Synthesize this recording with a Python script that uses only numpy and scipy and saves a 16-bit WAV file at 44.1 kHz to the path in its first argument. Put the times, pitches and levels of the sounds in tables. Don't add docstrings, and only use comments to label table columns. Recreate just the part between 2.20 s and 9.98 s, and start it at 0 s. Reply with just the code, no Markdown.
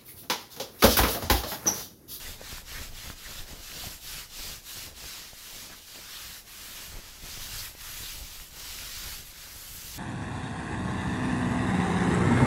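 import sys
import numpy as np
from scipy import signal
from scipy.fft import rfft, irfft
from scipy.io import wavfile
from scipy.ndimage import uniform_filter1d

SR = 44100
rng = np.random.default_rng(int(sys.argv[2]) if len(sys.argv) > 2 else 0)


def output_pcm(signal):
    pcm = np.clip(np.atleast_2d(signal).T, -1, 1) * 32767
    wavfile.write(sys.argv[1], SR, np.round(pcm).astype(np.int16))


N = 343098


def gain_of(db):
    return 10 ** (np.asarray(db) / 20)


def evened(x):
    return x / np.sqrt(np.mean(x ** 2) + 1e-20)


def coloured(x, points):
    point_hz, point_db = np.transpose(points)
    hz = np.fft.rfftfreq(len(x), 1 / SR)
    curve_db = np.interp(np.log(hz + 1), np.log(point_hz + 1), point_db)
    return evened(irfft(rfft(x) * gain_of(curve_db), len(x)))


def slips(per_s, spread_db):
    size = gain_of(spread_db * np.minimum(rng.exponential(1, N), 5))
    lets_go = rng.random(N) < per_s / SR
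    return evened(size * rng.standard_normal(N) * lets_go)


def patchy(x, depth_db, frames, bins):
    spectrum = signal.stft(x, nperseg=512, noverlap=384)[2]
    across_pitch = uniform_filter1d(rng.standard_normal(spectrum.shape), bins, 0)
    patches = evened(uniform_filter1d(across_pitch, frames, 1))
    return signal.istft(spectrum * gain_of(depth_db * patches), nperseg=512, noverlap=384)[1][:N]


def resonate(x, hz, width_hz):
    carrier = np.exp(2j * np.pi * np.cumsum(hz) / SR)
    pole = np.exp(-np.pi * width_hz / SR)
    low = x / carrier
    for _ in range(2):
        low = signal.lfilter([1 - pole], [1, -pole], low)
    return evened((carrier * low).real)


# start_s, turn_level_db, turn_slowing_s, nails_level_db, nails_rise_db (along the stroke),
# top_speed_place (0-1), roundness (0 flat to 1 arched), fibre_level_db, fibre_rise_db,
# drag_level_db, drag_rise_db, weave_pitch_hz
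HAND_STROKES = [(-0.08, -56, 0.038, -44.4, 2, 0.48, 0.52, -47, 3, -50.5, -0.2, 4380.0),
                (0.182, -55.0, 0.044, -44, -1, 0.7, 0.59, -50.5, 3.7, -49, -3, 4500),
                (0.435, -57.5, 0.033, -43.5, -4, 0.67, 0.36, -49.5, -5, -49, -4, 4220.0),
                (0.715, -56, 0.031, -44.5, -2, 0.76, 0.36, -51, 0.5, -49.5, 0, 4250),
                (0.951, -55.1, 0.023, -44.4, 1, 0.64, 0.55, -51.5, -2, -50, 1, 4230),
                (1.256, -54.5, 0.033, -46, -0.6, 0.3, 0.36, -53.5, 0.7, -51.5, -3, 4170),
                (1.378, -50.5, 0.076, -41.5, 2, 1, 1, -47.8, 5.9, -49.5, 3, 4260),
                (1.694, -45.5, 0.038, -42.5, 0.1, 0.3, 0.43, -46, -0.2, -50, -0.3, 4500.0),
                (1.791, -53.5, 0.045, -41.5, -1.2, 0.51, 0.56, -46, -5, -49.5, 4, 4400),
                (2.08, -53.6, 0.04, -40.5, -4, 0.62, 0.74, -47.5, -2, -50, -2, 4400),
                (2.422, -55.5, 0.039, -43.0, 0.5, 0.37, 0.35, -47, -3.3, -51, 4.5, 4500),
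                (2.732, -56.5, 0.033, -42.5, -4.5, 0.51, 0.57, -50.5, -6, -50.5, -4, 4300),
                (3.133, -51.5, 0.046, -45.5, 2.3, 0.66, 0.8, -50.5, -2.5, -53, 1.0, 4560),
                (3.495, -49.5, 0.037, -48, -1.5, 0.36, 0.32, -54, 2, -55, -9, 4300),
                (3.625, -52, 0.069, -46, -0.8, 0.6, 0.46, -52.5, -1.9, -54.9, 6, 4370),
                (3.866, -46.5, 0.033, -44.5, -3, 0.64, 0.47, -49.5, 2.2, -51, -4, 4250),
                (4.239, -58, 0.032, -45, 1, 0.66, 0.59, -48, -1.3, -51, -1, 4440),
                (4.725, -48.5, 0.038, -50, -1, 0.5, 0.51, -54, -0.4, -53, 2, 4440),
                (4.804, -50, 0.054, -49, -3, 0.44, 0.43, -55.5, -1, -55, -4, 4400),
                (4.979, -51.7, 0.077, -44.5, -4, 0.66, 0.36, -49.5, -2, -52, 0, 4400),
                (5.099, -43, 0.052, -41.5, 2.5, 0.66, 0.7, -46.5, 10, -49, 5.5, 4400),
                (5.542, -54.5, 0.048, -42.5, 0.5, 0.62, 0.41, -45, 0, -49, -5, 4450.0),
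                (6.017, -46.5, 0.092, -46.5, -3, 0.7, 0.5, -50.8, 4, -56, -2, 4540),
                (6.291, -53.5, 0.059, -46.5, -2, 0.7, 0.31, -51, 0.8, -53, -0.5, 4600.0),
                (6.402, -45, 0.031, -41.9, 0.5, 0.9, 0.19, -47, 3.7, -49.5, 1, 4470),
                (7.049, -51.5, 0.069, -50.7, 6, 0.47, 0.38, -51, 1.3, -57.5, 6, 4700),
                (7.122, -51.5, 0.037, -48.5, -1, 0.5, 0.4, -49, 8, -55, -5, 4700),
                (7.572, -47.5, 0.041, -43, 3.3, 0.5, 0.66, -47.5, -4.5, -53, 2, 4950),
                (8.0, -53.0, 0.07, -44.0, 0.0, 0.5, 0.5, -47.0, 0.0, -54.0, 0.0, 4700.0)]
FIBRE_SINK, DRAG_SINK = 1.02, 1.07
WEAVE_LIFT = 0.035
WOBBLE_DB, WOBBLE_S = 0.47, 0.023
FIBRE_LAG_S = 0.0047


def strokes():
    rows, t = np.array(HAND_STROKES), np.arange(N) / SR
    stroke = np.clip(np.searchsorted(rows[:, 0], t) - 1, 0, len(rows) - 2)
    (start, turn_db, turn_s, nails_db, nails_rise, place, rounded,
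     fibre_db, fibre_rise, drag_db, drag_rise, weave_hz) = rows[stroke].T
    end, next_db, next_s = rows[stroke + 1, :3].T
    u = (t - start) / (end - start)
    place, rounded = np.clip(place, .1, .9), np.clip(rounded, 0, 1)

    rising = u < place
    far = np.where(rising, 1 - u / place, (u - place) / (1 - place))
    leaving = rounded * rising * far ** 2 + (1 - rounded) * np.exp(-((t - start) / turn_s) ** 2)
    arriving = rounded * ~rising * far ** 2 + (1 - rounded) * np.exp(-((end - t) / next_s) ** 2)
    top_db = nails_db + nails_rise * (u - .5)
    sink_db = leaving * (turn_db - top_db) + arriving * (next_db - top_db)

    size = round(WOBBLE_S * SR)
    waver = uniform_filter1d(uniform_filter1d(rng.standard_normal(N), size), size)
    wobble_db = WOBBLE_DB * evened(waver)

    def smooth(curve):
        return uniform_filter1d(curve, 600, mode="nearest")

    fibre_curve = smooth(fibre_db + fibre_rise * (u - .5) + FIBRE_SINK * sink_db)
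    drag_curve = smooth(drag_db + drag_rise * (u - .5) + DRAG_SINK * sink_db)
    return (top_db + sink_db + wobble_db,
            np.interp(t - FIBRE_LAG_S, t, fibre_curve) + wobble_db,
            drag_curve + wobble_db,
            smooth(weave_hz * (1 + WEAVE_LIFT * (leaving + arriving))))


# frequency_hz, relative_level_db (per Hz)
NAIL_TONE = [(900, -44), (1800, -34), (2800, 1), (4500, 0), (6500, -0.5), (9000, -0.5), (12000, -3)]
FIBRE_TONE = [(4000, -43), (7500, -3.5), (9500, -0.5), (12300, 2), (16000, -5.5)]
DRAG_TONE = [(500, -20.5), (950, -5.5), (1300, -1), (1800, 0.5), (2500, -1.5), (4000, -42)]


def scratching(nails_db, fibre_db, drag_db, weave_hz):
    shower = patchy(slips(per_s=36000, spread_db=1.07), depth_db=0.64, frames=16, bins=5)
    shower = patchy(shower, depth_db=1.97, frames=24, bins=1)
    weave = resonate(shower, weave_hz, width_hz=6600)
    nails = coloured(weave + 0.26 * evened(shower), NAIL_TONE)
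    fibres = coloured(shower, FIBRE_TONE)
    drag = coloured(shower, DRAG_TONE)
    return gain_of(nails_db) * nails + gain_of(fibre_db) * fibres + gain_of(drag_db) * drag


# middle_s, level_db, pitch_hz, width_hz, half_length_s
TAUT_ZIPS = [(.07, -48.5, 1950, 500, 0.034), (0.514, -50, 3020, 700, .04), (.565, -44, 1890, 700, 0.073),
             (.787, -67, 1850, 400, .03), (1.064, -45, 1870, 400, 0.022), (1.193, -45, 3670, 450, 0.019),
             (1.622, -47, 3840, 1300, 0.045), (1.984, -49, 2760, 500, 0.047), (2.497, -49, 3900, 1200, .03),
             (3.532, -52, 1500, 900, 0.027), (3.965, -46, 3450, 1200, 0.043),
             (5.037, -57, 3490, 500, 0.024), (5.178, -59, 5380, 500, .04), (5.353, -48.5, 1650, 400, 0.034),
             (5.458, -52, 1830, 412, .03), (5.402, -41.5, 4800, 1500, 0.036),
             (5.86, -43.5, 3900, 1400, 0.067), (6.5, -49, 4300, 1500, 0.041),
             (6.756, -45, 4460, 1800, 0.056)]


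def zips():
    out, threads = np.zeros(N), rng.standard_normal(N)
    for middle_s, level_db, pitch_hz, width_hz, half_s in TAUT_ZIPS:
        span = slice(max(round((middle_s - half_s) * SR), 0), round((middle_s + half_s) * SR))
        part = threads[span]
        band = resonate(part, np.full(len(part), pitch_hz), width_hz)
        out[span] += gain_of(level_db) * band * np.hanning(len(part))
    return out


# middle_s, level_db, pitch_hz, length_cycles, side (1 or -1), air_push_level_db
FOLD_SNAPS = [(0.2154, -30.5, 570, 1.15, 1, -42), (0.328, -38, 900, 0.54, 1, -32.5),
              (0.3828, -34, 1290, 1.4, 1, -55), (.4200, -44, 596, 0.99, -1, -56.5),
              (0.5226, -42, 500, 1.4, 1, -51), (0.9016, -27, 1340, 1.1, 1, -30),
              (1.332, -37, 228, 0.96, 1, -43), (1.3423, -42, 480, 1.2, 1, -58),
              (1.5180, -30.5, 2600, 1.6, 1, -65), (1.6368, -39, 820, 1.2, -1, -43),
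              (1.6416, -36, 724, 3.1, 1, -47), (2.193, -35, 1500, 0.65, -1, -57),
              (2.842, -32, 1090, 0.81, 1, -45), (3.1330, -41, 710, 1.7, 1, -40),
              (3.3277, -45, 670, 1.8, 1, -63), (3.7900, -46, 560, 1.2, -1, -60),
              (4.7920, -42, 486, 1.2, 1, -50), (5.175, -41, 600, 0.63, -1, -37),
              (5.253, -39, 2920, 1.2, -1, -65), (5.5140, -44, 666, 1.3, -1, -55),
              (5.5515, -36.5, 450, 0.63, -1, -60), (5.8061, -48, 500, 1.2, 1, -38),
              (6.2000, -30, 2120, 1, 1, -60), (6.588, -29, 2260, 1.8, 1, -58),
              (6.5578, -51, 406, 1.1, 1, -60), (7.2755, -37.5, 900, 0.65, -1, -58),
              (7.3610, -44.5, 470, 1.2, 1, -44), (7.4760, -34, 3500, .5, 1, -65),
              (7.5900, -36, 2860, 1.4, -1, -67)]


def snaps():
    lead = 300
    out, t = np.zeros(N + SR), np.arange(-lead, 1500) / SR
    u = np.maximum(t, 0) / 0.0022
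    push = u * (u - 2) * np.exp(-u) * 2
    for middle_s, level_db, pitch_hz, cycles, side, push_db in FOLD_SNAPS:
        snap = np.cos(2 * np.pi * pitch_hz * t - .4) * np.exp(-(2.0 * pitch_hz * t / cycles) ** 2)
        at = round(middle_s * SR) - lead
        out[at:at + len(t)] += np.sign(side) * (gain_of(level_db) * snap + gain_of(push_db) * push)
    return out[:N]


# middle_s, air_level_db, folds_level_db, heave_level_db, half_length_s
SKIRT_SWINGS = [(0.092, -46.5, -50, -46, 0.076), (.22, -56, -52, -60, .03),
                (0.336, -47.5, -53.5, -47, 0.094), (.52, -43, -70, -49, 0.038),
                (0.598, -43.5, -47.5, -41, 0.048), (0.714, -48, -55, -42, 0.069),
                (0.882, -44.5, -51, -47.5, .06), (1.108, -44.5, -48.5, -48, 0.036),
                (1.198, -48, -53.5, -35.5, 0.047), (1.33, -48, -51.5, -44, 0.098),
                (1.573, -47.5, -49.5, -56, 0.048), (1.67, -44.5, -49.5, -46.5, 0.051),
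                (1.943, -46, -55, -49, 0.09), (2.2, -54, -51, -43, 0.025),
                (2.302, -46, -51.5, -49.5, 0.066), (2.58, -48, -56, -57, 0.049),
                (2.672, -48.5, -52, -58, 0.069), (2.86, -49.5, -54, -58, 0.071),
                (3.042, -62, -58.5, -59, 0.079), (3.366, -58, -56, -56, .08), (3.508, -54, -53, -58, 0.087),
                (3.777, -58, -55, -68, .05), (4.07, -49.5, -64, -56, 0.058), (4.5, -59.5, -60, -63, 0.45),
                (4.76, -45.5, -54, -47, 0.088), (5.05, -49, -54, -55, 0.048),
                (5.175, -48, -57, -46.5, 0.096), (5.372, -45, -71, -45.5, 0.14),
                (5.707, -51, -69, -53, 0.17), (5.83, -47, -62, -45, 0.036), (5.955, -42, -54.5, -43, 0.028),
                (6.023, -43.5, -54.5, -43, 0.039), (6.13, -50.5, -61, -50, .03),
                (6.226, -47, -58, -41.5, 0.028), (6.39, -50.5, -56, -55, 0.066),
                (6.605, -49.5, -59, -48.5, 0.13), (6.86, -46, -58, -45.5, .07),
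                (7.0, -49.5, -60.5, -51, .07), (7.354, -56.5, -62.5, -60, 0.35),
                (7.543, -46.5, -64, -50, 0.044), (7.657, -53, -62, -50.5, 0.054),
                (7.78, -43.5, -60, -66, 0.11)]
SWING_FALL_DB = 8.5


def swings(db, stretch=1):
    rows = np.array(SKIRT_SWINGS)
    middle_s, half_s = rows[:, :1], rows[:, -1:]
    t = np.arange(0, N + 64, 64) / SR
    power = gain_of(db[:, None] - SWING_FALL_DB * abs(t - middle_s) / (stretch * half_s)) ** 2
    return np.interp(np.arange(N) / SR, t, np.sqrt(power.sum(0)))


# frequency_hz, relative_level_db (per Hz)
AIR_TONE = [(25, -15), (48, -1.5), (90, -6.5), (180, -16), (400, -46.5)]
FOLD_TONE = [(90, -11.5), (190, 0), (350, -3), (650, -5), (1000, -9), (2000, -45)]
HEAVE_TONE = [(3, -26), (10, -4), (19, 8.5), (35, 5), (70, -35.5)]
HEAVE_STRETCH = 1.48
AIR_UNDER_DB, FOLDS_UNDER_DB = -19.5, -18


def skirt(nails_db):
    _, air_db, folds_db, heave_db, _ = np.transpose(SKIRT_SWINGS)
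    air = coloured(slips(per_s=900, spread_db=2.5), AIR_TONE)
    folds = coloured(slips(per_s=1500, spread_db=1.5), FOLD_TONE)
    heave = coloured(rng.standard_normal(N), HEAVE_TONE)
    air_gain = np.hypot(swings(air_db), gain_of(nails_db + AIR_UNDER_DB))
    folds_gain = np.hypot(swings(folds_db), gain_of(nails_db + FOLDS_UNDER_DB))
    return air_gain * air + folds_gain * folds + swings(heave_db, HEAVE_STRETCH) * heave


# frequency_hz, relative_level_db (per Hz)
ROOM_TONE = [(20, 5.5), (130, -5.5), (320, -12), (800, -12.5), (5000, -27), (16000, -42)]


def room():
    return gain_of(-60.5) * coloured(rng.standard_normal(N), ROOM_TONE)


def scene():
    hand = strokes()
    nails_db = hand[0]
    mono = scratching(*hand) + zips() + snaps() + skirt(nails_db) + room()
    return np.tile(mono, (2, 1))


# centre_hz, width_hz, depth_db
TREBLE_DIP = (9170, 1220, -4)
EDGE_HZ = 15750


def record(dry):
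    dip_hz, width_hz, depth_db = TREBLE_DIP
    hz = np.fft.rfftfreq(N, 1 / SR)
    dip_db = depth_db * np.exp(-((hz - dip_hz) / width_hz) ** 2)
    heard = irfft(rfft(dry) * gain_of(dip_db), N)
    low_pass = signal.firwin(1023, EDGE_HZ, window=("kaiser", 9), fs=SR)
    return signal.oaconvolve(heard, low_pass[None], "same")


dry = scene()
out = record(dry)
output_pcm(out)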